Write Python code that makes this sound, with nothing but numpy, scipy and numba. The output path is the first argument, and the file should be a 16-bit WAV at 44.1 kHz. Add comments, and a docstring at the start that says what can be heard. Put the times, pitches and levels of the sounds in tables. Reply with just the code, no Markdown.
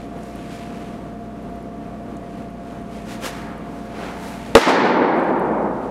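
"""An indoor batting cage, heard from just behind the catcher: wavering fan tones and filtered noise for air.
Noise swells for rubbing cloth and shoes dragging on turf, and short bursts tick for the catcher's gear.
The pitcher strides, and the ball smacks into the leather mitt: decaying sines plus bursts of noise.
Echo bursts and decaying bands of noise answer as the hall; the rubs and ticks are convolved with it.
The pop overloads the microphone; its gain control ducks, then recovers under the long ring."""
import sys
import numpy as np
from scipy import signal
from scipy.fft import rfft, irfft
from scipy.io import wavfile
from numba import njit

SR = 44100
rng = np.random.default_rng(int(sys.argv[2]) if len(sys.argv) > 2 else 0)


def store_pcm(level_fs):
    """Save levels as 16-bit WAV."""
    pcm = np.round(np.clip(level_fs, -1, 1) * 32767).astype(np.int16)
    wavfile.write(sys.argv[1], SR, np.atleast_2d(pcm).T)


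N = 260278
T = np.arange(N) / SR  # seconds
FREQS = np.maximum(np.arange(N // 2 + 1) * SR / N, 1)  # Hz, kept above zero for logarithms
CATCH_S = 4.5516


def undb(db):
    """Level law: decibels to amplitude gain."""
    return 10 ** (np.asarray(db) / 20)


def unit(x):
    """Normalization: scale to rms 1."""
    return x / np.sqrt(np.mean(x ** 2))


def at(hz, table, axis=1):
    """Spectral interpolation: read a table's column on a log-frequency axis."""
    rows = np.array(table, float)
    return np.interp(np.log(hz), np.log(rows[:, 0]), rows[:, axis])


def noise(gain):
    """Spectral shaping: Gaussian noise of rms 1 with the given gain at each frequency."""
    spectrum = rng.standard_normal(len(FREQS)) + 1j * rng.standard_normal(len(FREQS))
    return unit(irfft(gain * spectrum, N))


def third(hz):
    """Band filtering: noise around one third-octave center, overlapping its neighbours."""
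    power = np.maximum(1 - 3 * np.abs(np.log2(FREQS / hz)), 0)
    return noise(np.sqrt(power))


def dull(edge_hz):
    """First-order low-pass: gain of a gentle treble loss above the edge."""
    return 1 / np.sqrt(1 + (FREQS / edge_hz) ** 2)


def walk(rate_hz):
    """Random modulation: slow Gaussian noise of rms 1, limited to about the given rate."""
    return noise(np.exp(-np.minimum(FREQS / rate_hz, 20) ** 2))


def fade(start, t60):
    """Exponential decay: silence, then a fall of 60 dB in t60 seconds."""
    return (T >= start) * np.exp(-np.minimum(np.log(1000) * np.abs(T - start) / t60, 40))


def burst(start, t60, gain, size=32768):
    """Minimum-phase filtering: decaying noise is coloured without sounding before its start."""
    gain = np.interp(np.linspace(0, SR / 2, size // 2 + 1), FREQS, unit(gain))
    # folding the cepstrum forward in time makes the filter causal
    cepstrum = irfft(np.log(gain))
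    cepstrum[1:size // 2] *= 2
    cepstrum[size // 2 + 1:] = 0
    grains = np.exp(-np.log(1000) * T[:size] / t60) * rng.standard_normal(size)
    sound = irfft(rfft(grains) * np.exp(rfft(cepstrum)))
    return np.concatenate([np.zeros(int(start * SR)), sound, np.zeros(N)])[:N]


def swell(peak_s, rise_s, fall_s):
    """Frictional envelope: the pressure of a rub rises smoothly to 1 and falls smoothly."""
    scale_s = np.where(T < peak_s, rise_s, fall_s)
    return 1 / np.cosh(np.clip((T - peak_s) / scale_s, -20, 20)) ** 2


# Fan and motor tones. Each row: frequency in Hz, mean level in dB rms, frequency wander in Hz.
HUM = [(57.6, -45, 0.34), (118.5, -49.5, 1.02), (181.6, -43, 2.69), (215.4, -40, 1.29), (243.5, -45, 0.91),
       (286.2, -44, 1.6), (353.6, -57, 1.13), (409.6, -53, 1.33), (461, -50, 1.34), (530, -51.5, 1.75),
       (678.4, -49.5, 3.06), (694, -42, 1.52), (1110, -61, 1.3), (1142, -58.5, 1.63), (1176, -59.5, 1.2)]
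# Rush of the ventilation. Each row: frequency in Hz, relative level in dB per third octave.
AIR = [(25, -73.5), (45, -57), (75, -57), (130, -48), (200, -42), (290, -41.5), (400, -46.5), (600, -45),
       (900, -51), (1300, -52.5), (2500, -61), (5000, -68), (9000, -69), (12500, -71.5), (16000, -77)]


def fans(air_db=-35.5, flicker_db=1.0, waver_db=1.04):
    """Frequency and amplitude modulation: motor and blade tones waver in the rush of moving air."""
    tones = 0
    for hz, db, wander_hz in HUM:
        phase = 2 * np.pi * np.cumsum(hz + wander_hz * walk(5.58)) / SR
        level_db = db + waver_db * np.minimum(wander_hz, 1) * walk(8.0)
        tones = tones + np.sqrt(2) * undb(level_db) * np.sin(phase)
    air = noise(undb(at(FREQS, AIR)) / np.sqrt(FREQS))  # per third octave to per Hz
    return tones + undb(air_db + flicker_db * walk(10.0)) * air


# Ring of the hall. Each row: frequency in Hz, relative level in dB per third octave, t60 in seconds.
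HALL = [(70, -49, 2), (121, -22.5, 1.4), (169, -16.5, 2.9), (245, -6, 2.63), (464, -4, 2.67),
        (680, -8, 2.7), (880, -4.5, 2.24), (1250, -7.5, 2.18), (1996, -3.5, 1.46), (2680, -11, 1.23),
        (4070, -10, 1.02), (8000, -17.5, 0.49), (12000, -20, 0.31), (16000, -31, 0.42)]
THIRDS = 25 * 2 ** (np.arange(29) / 3)  # third-octave centers, Hz


def hall_response(build_s=0.15, build_corner_hz=3000, far_wall_s=0.11, early_corner_hz=750,
                  early_bass=0.43, bloom_hz=900, bloom_width_hz=70, bloom_db=6.5):
    """Reverberation: treble arrives first and dies fast, lows gather late and stay."""
    ring = 0
    returned = np.clip((T - far_wall_s) / 0.0061, 0, 1)
    for hz in THIRDS[THIRDS > 50]:
        # most of the bass passes through the nets and only returns from the far wall
        early = max(early_bass, 1 / np.sqrt(1 + (early_corner_hz / hz) ** 4))
        gather = 1 - np.exp(-T * (1 + hz / build_corner_hz) / build_s)
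        build = gather * (early + (1 - early) * returned)
        decay = fade(0, at(hz, HALL, axis=2))
        ring = ring + undb(at(hz, HALL)) * build * decay * third(hz)
    # one narrow band sings out over the rest
    bloom = 1 + (undb(bloom_db) - 1) / (1 + 1j * (FREQS - bloom_hz) / bloom_width_hz)
    return irfft(rfft(ring) * bloom, N)


# Rubbing fabric. Each row: frequency in Hz, relative level in dB per Hz.
CLOTH = [(300, -33.5), (900, -4), (1600, -4), (2400, -0.5), (3600, -8), (5200, -12), (10000, -16.5),
         (13000, -22.5), (16000, -34)]
# Weight shifts of the catcher. Each row: peak time in seconds, relative level in dB,
# time scale of rise and fall in seconds.
SHIFTS = [(0, -55, 0.075), (.54, -48, 0.21), (0.865, -54.5, 0.1), (2.35, -59.5, 0.1), (2.696, -56.5, .07),
          (2.98, -51.5, 0.076), (4.467, -47.5, 0.16), (5.22, -51.5, 0.14), (5.85, -62.5, .12)]


def clothes(rest_db=-63.5, cloth_db=1, grain_db=2.0):
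    """Friction noise: clothes and pads rub in fine grains as the catcher shifts, never quite still."""
    effort = undb(rest_db) + sum(undb(db) * swell(s, scale_s, scale_s) for s, db, scale_s in SHIFTS)
    grain = undb(cloth_db + grain_db * walk(300))
    return effort * grain * noise(undb(at(FREQS, CLOTH)))


# Small ticks of the catcher's gear. Each row: start in seconds, relative level in dB, pitch in Hz.
TICKS = [(.233, -35, 8000), (.357, -35, 11000), (2.168, -36, 8000), (3.578, -42, 10500), (5.165, -35, 9500),
         (5.198, -32.5, 9500), (5.239, -37, 9500), (5.396, -34, 10600)]


def gear(tick_db=-9, t60=0.022, width_hz=2600, count=20, faint_db=-46, faint_hz=10500):
    """Impulsive excitation: buckles and straps tick brightly, with fainter ticks at random times."""
    faint = [(when * T[-1], faint_db, faint_hz) for when in rng.random(count)]
    ticks = 0
    for s, db, hz in TICKS + faint:
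        band = 1 / (1 + ((FREQS - hz) / width_hz) ** 4)
        ticks = ticks + undb(db) * burst(s, t60, band)
    return undb(tick_db) * ticks


# Rub of a sole on turf. Each row: frequency in Hz, relative level in dB per Hz.
TURF = [(150, -25), (400, 2.5), (900, -2), (2000, -4.5), (4000, -9), (8000, -11.5), (12000, -13),
        (16000, -20.5)]
# Shoes dragging on turf. Each row: peak time in seconds, level of the push in dB before roughening,
# time scale of its rise and fall in seconds, treble edge in Hz.
SCUFFS = [(.27, -51, 0.084, 16000), (.55, -44, 0.036, 6000), (2.955, -48.5, 0.048, 8000),
          (3.121, -36.5, 0.045, 7000), (3.259, -27, 0.031, 9500), (3.79, -50.5, 0.13, 9000),
          (4.28, -40, 0.093, 16000)]
# the pitcher's stride lands and slides at the far end
STRIDE_S, STRIDE_DB, STRIDE_SCALE_S, STRIDE_EDGE_HZ = 4.05, -31.5, 0.12, 1020
# the sole slides on: weaker, longer and duller than the push
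TRAIL_DB, TRAIL_RATIO, TRAIL_TREBLE_SHARE = -10.5, 5.3, 0.52


def shoes(grain_db=1.5):
    """Friction noise: a push and trailing slide, roughened by blades of turf flicking past the sole."""
    colour = undb(at(FREQS, TURF))
    stride = swell(STRIDE_S, STRIDE_SCALE_S, STRIDE_SCALE_S) * noise(colour * dull(STRIDE_EDGE_HZ))
    rubs = undb(STRIDE_DB) * stride
    for s, db, scale_s, edge_hz in SCUFFS:
        push = swell(s, scale_s, scale_s) * noise(colour * dull(edge_hz))
        trail_colour = colour * dull(TRAIL_TREBLE_SHARE * edge_hz)
        slide = swell(s, scale_s, TRAIL_RATIO * scale_s) * noise(trail_colour)
        rubs = rubs + undb(db) * (push + undb(TRAIL_DB) * slide)
    return rubs * undb(grain_db * walk(480))


def echo(start, t60, edge_hz):
    """Lossy reflection: the pop thrown back as a smeared burst that has lost its treble."""
    return burst(start, t60, undb(at(FREQS, SLAP)) * dull(edge_hz) * dull(3.1 * edge_hz) ** 2)


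# The pop glances off the cage frame, ceiling and side walls.
# Each row: start in seconds, starting level in dB, t60 in seconds.
GLANCES = [(4.5700, 15, 0.02), (4.578, 6.5, 0.052), (4.614, 2, 0.065), (4.692, 2, 0.07)]
GLANCE_EDGE_HZ = 11000
# then it shuttles between the end walls, weaker and duller on every trip
FIRST_RETURN_S, ROUND_TRIP_S, TRIP_LOSS_DB, TRIP_TREBLE_SHARE = 4.672, 0.168, 4.5, 0.28


def echoes(boom_db=2, boom_t60=0.14, boom_edge_hz=600, scatter_db=-0.5, scatter_t60=0.3,
           scatter_edge_hz=7000, scatter_lag_s=0.009):
    """Flutter echo: near surfaces answer once, end walls return a boom trailed by scatter from nets."""
    returns = sum(undb(db) * echo(s, t60, GLANCE_EDGE_HZ) for s, db, t60 in GLANCES)
    for trip in range(4):
        start = FIRST_RETURN_S + trip * ROUND_TRIP_S
        boom = undb(boom_db) * echo(start, boom_t60, boom_edge_hz)
        edge_hz = boom_edge_hz + scatter_edge_hz * TRIP_TREBLE_SHARE ** trip
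        scatter = undb(scatter_db) * echo(start + scatter_lag_s, scatter_t60, edge_hz)
        returns = returns + undb(-TRIP_LOSS_DB * trip) * (boom + scatter)
    return returns


# Modes of the mitt's pocket. Each row: frequency in Hz, starting level in dB before the bass loss,
# t60 in seconds.
POCKET = [(112, 9, 0.057), (256, 9, 0.15), (333, 18.5, 0.072), (458.8, 23.5, 0.08), (549, 20.5, 0.077),
          (860, 19.5, 0.033), (1077, 17.5, 0.032), (1247, 19, 0.015), (1520, 0, 0.024), (1956, 18.5, 0.014),
          (2690, 22, 0.0075)]
# Slap of leather on leather, also thrown back by echo(). Each row: frequency in Hz,
# relative level in dB per Hz.
SLAP = [(40, -27.5), (150, -8), (350, 7), (1200, 2), (2500, -9.5), (5000, -15.5), (10000, -23),
        (14000, -33), (18000, -47)]


def pocket(slap_lag_s=0.001352, radiate_hz=90):
    """Modal resonance: the ball's blow rings the hollow of the mitt, and the leather slaps shut."""
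    age = T - CATCH_S
    thump = 0
    for hz, db, t60 in POCKET:
        thump = thump - undb(db) * fade(CATCH_S, t60) * np.sin(2 * np.pi * hz * age)
    # a small body radiates little bass
    thump = signal.lfilter(*signal.butter(1, radiate_hz, "high", fs=SR), thump)
    colour = undb(at(FREQS, SLAP))
    slap = undb(16.5) * burst(CATCH_S + slap_lag_s, 0.0061, colour * (1 - dull(750)))
    # turf, mask and pads scatter it at once
    nearby = undb(8.0) * burst(CATCH_S + slap_lag_s, 0.18, colour)
    return thump + slap + nearby


def scene(shoes_hall_db=-5.0, clothes_hall_db=-11, stir_hz=560):
    """Superposition: the catch and the players' movements share one hall."""
    hall = hall_response()
    ring = np.concatenate([np.zeros(int(CATCH_S * SR)), hall])[:N]
    feet = shoes()
    rustle = clothes() + gear()
    # rubbing is bright, so it stirs little of the hall's low ring
    moves = undb(shoes_hall_db) * feet + undb(clothes_hall_db) * rustle
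    stirred = irfft(rfft(moves) * (1 - dull(stir_hz)), N)
    moves_ring = signal.fftconvolve(stirred, hall / np.sqrt(np.sum(hall ** 2)))[:N]
    return (fans() + ring + moves_ring + rustle + feet + echoes() + pocket())[None]


@njit
def follow(size, attack, release):
    """Envelope detection: the level rises quickly and lets go slowly."""
    out, level = np.empty(len(size)), 0.
    for i in range(len(size)):
        level += (size[i] - level) * (attack if size[i] > level else release)
        out[i] = level
    return out


def record(dry, attack_s=0.017, release_s=0.4, threshold_db=-5, soften_hz=13500, top_hz=15900):
    """Compression and overload: gain control too slow for the pop, hard clipping, a cut-off top."""
    held = follow(np.abs(dry[0]), 1 / (attack_s * SR), 1 / (release_s * SR))
    gain = 1 / np.maximum(held / undb(threshold_db), 1)
    clipped = np.clip(dry * gain, -.98, .98)
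    soft = signal.lfilter(*signal.butter(1, soften_hz, fs=SR), clipped)
    return signal.fftconvolve(soft, signal.firwin(255, top_hz, fs=SR)[None], mode="same")


dry = scene()
out = record(dry)
store_pcm(out)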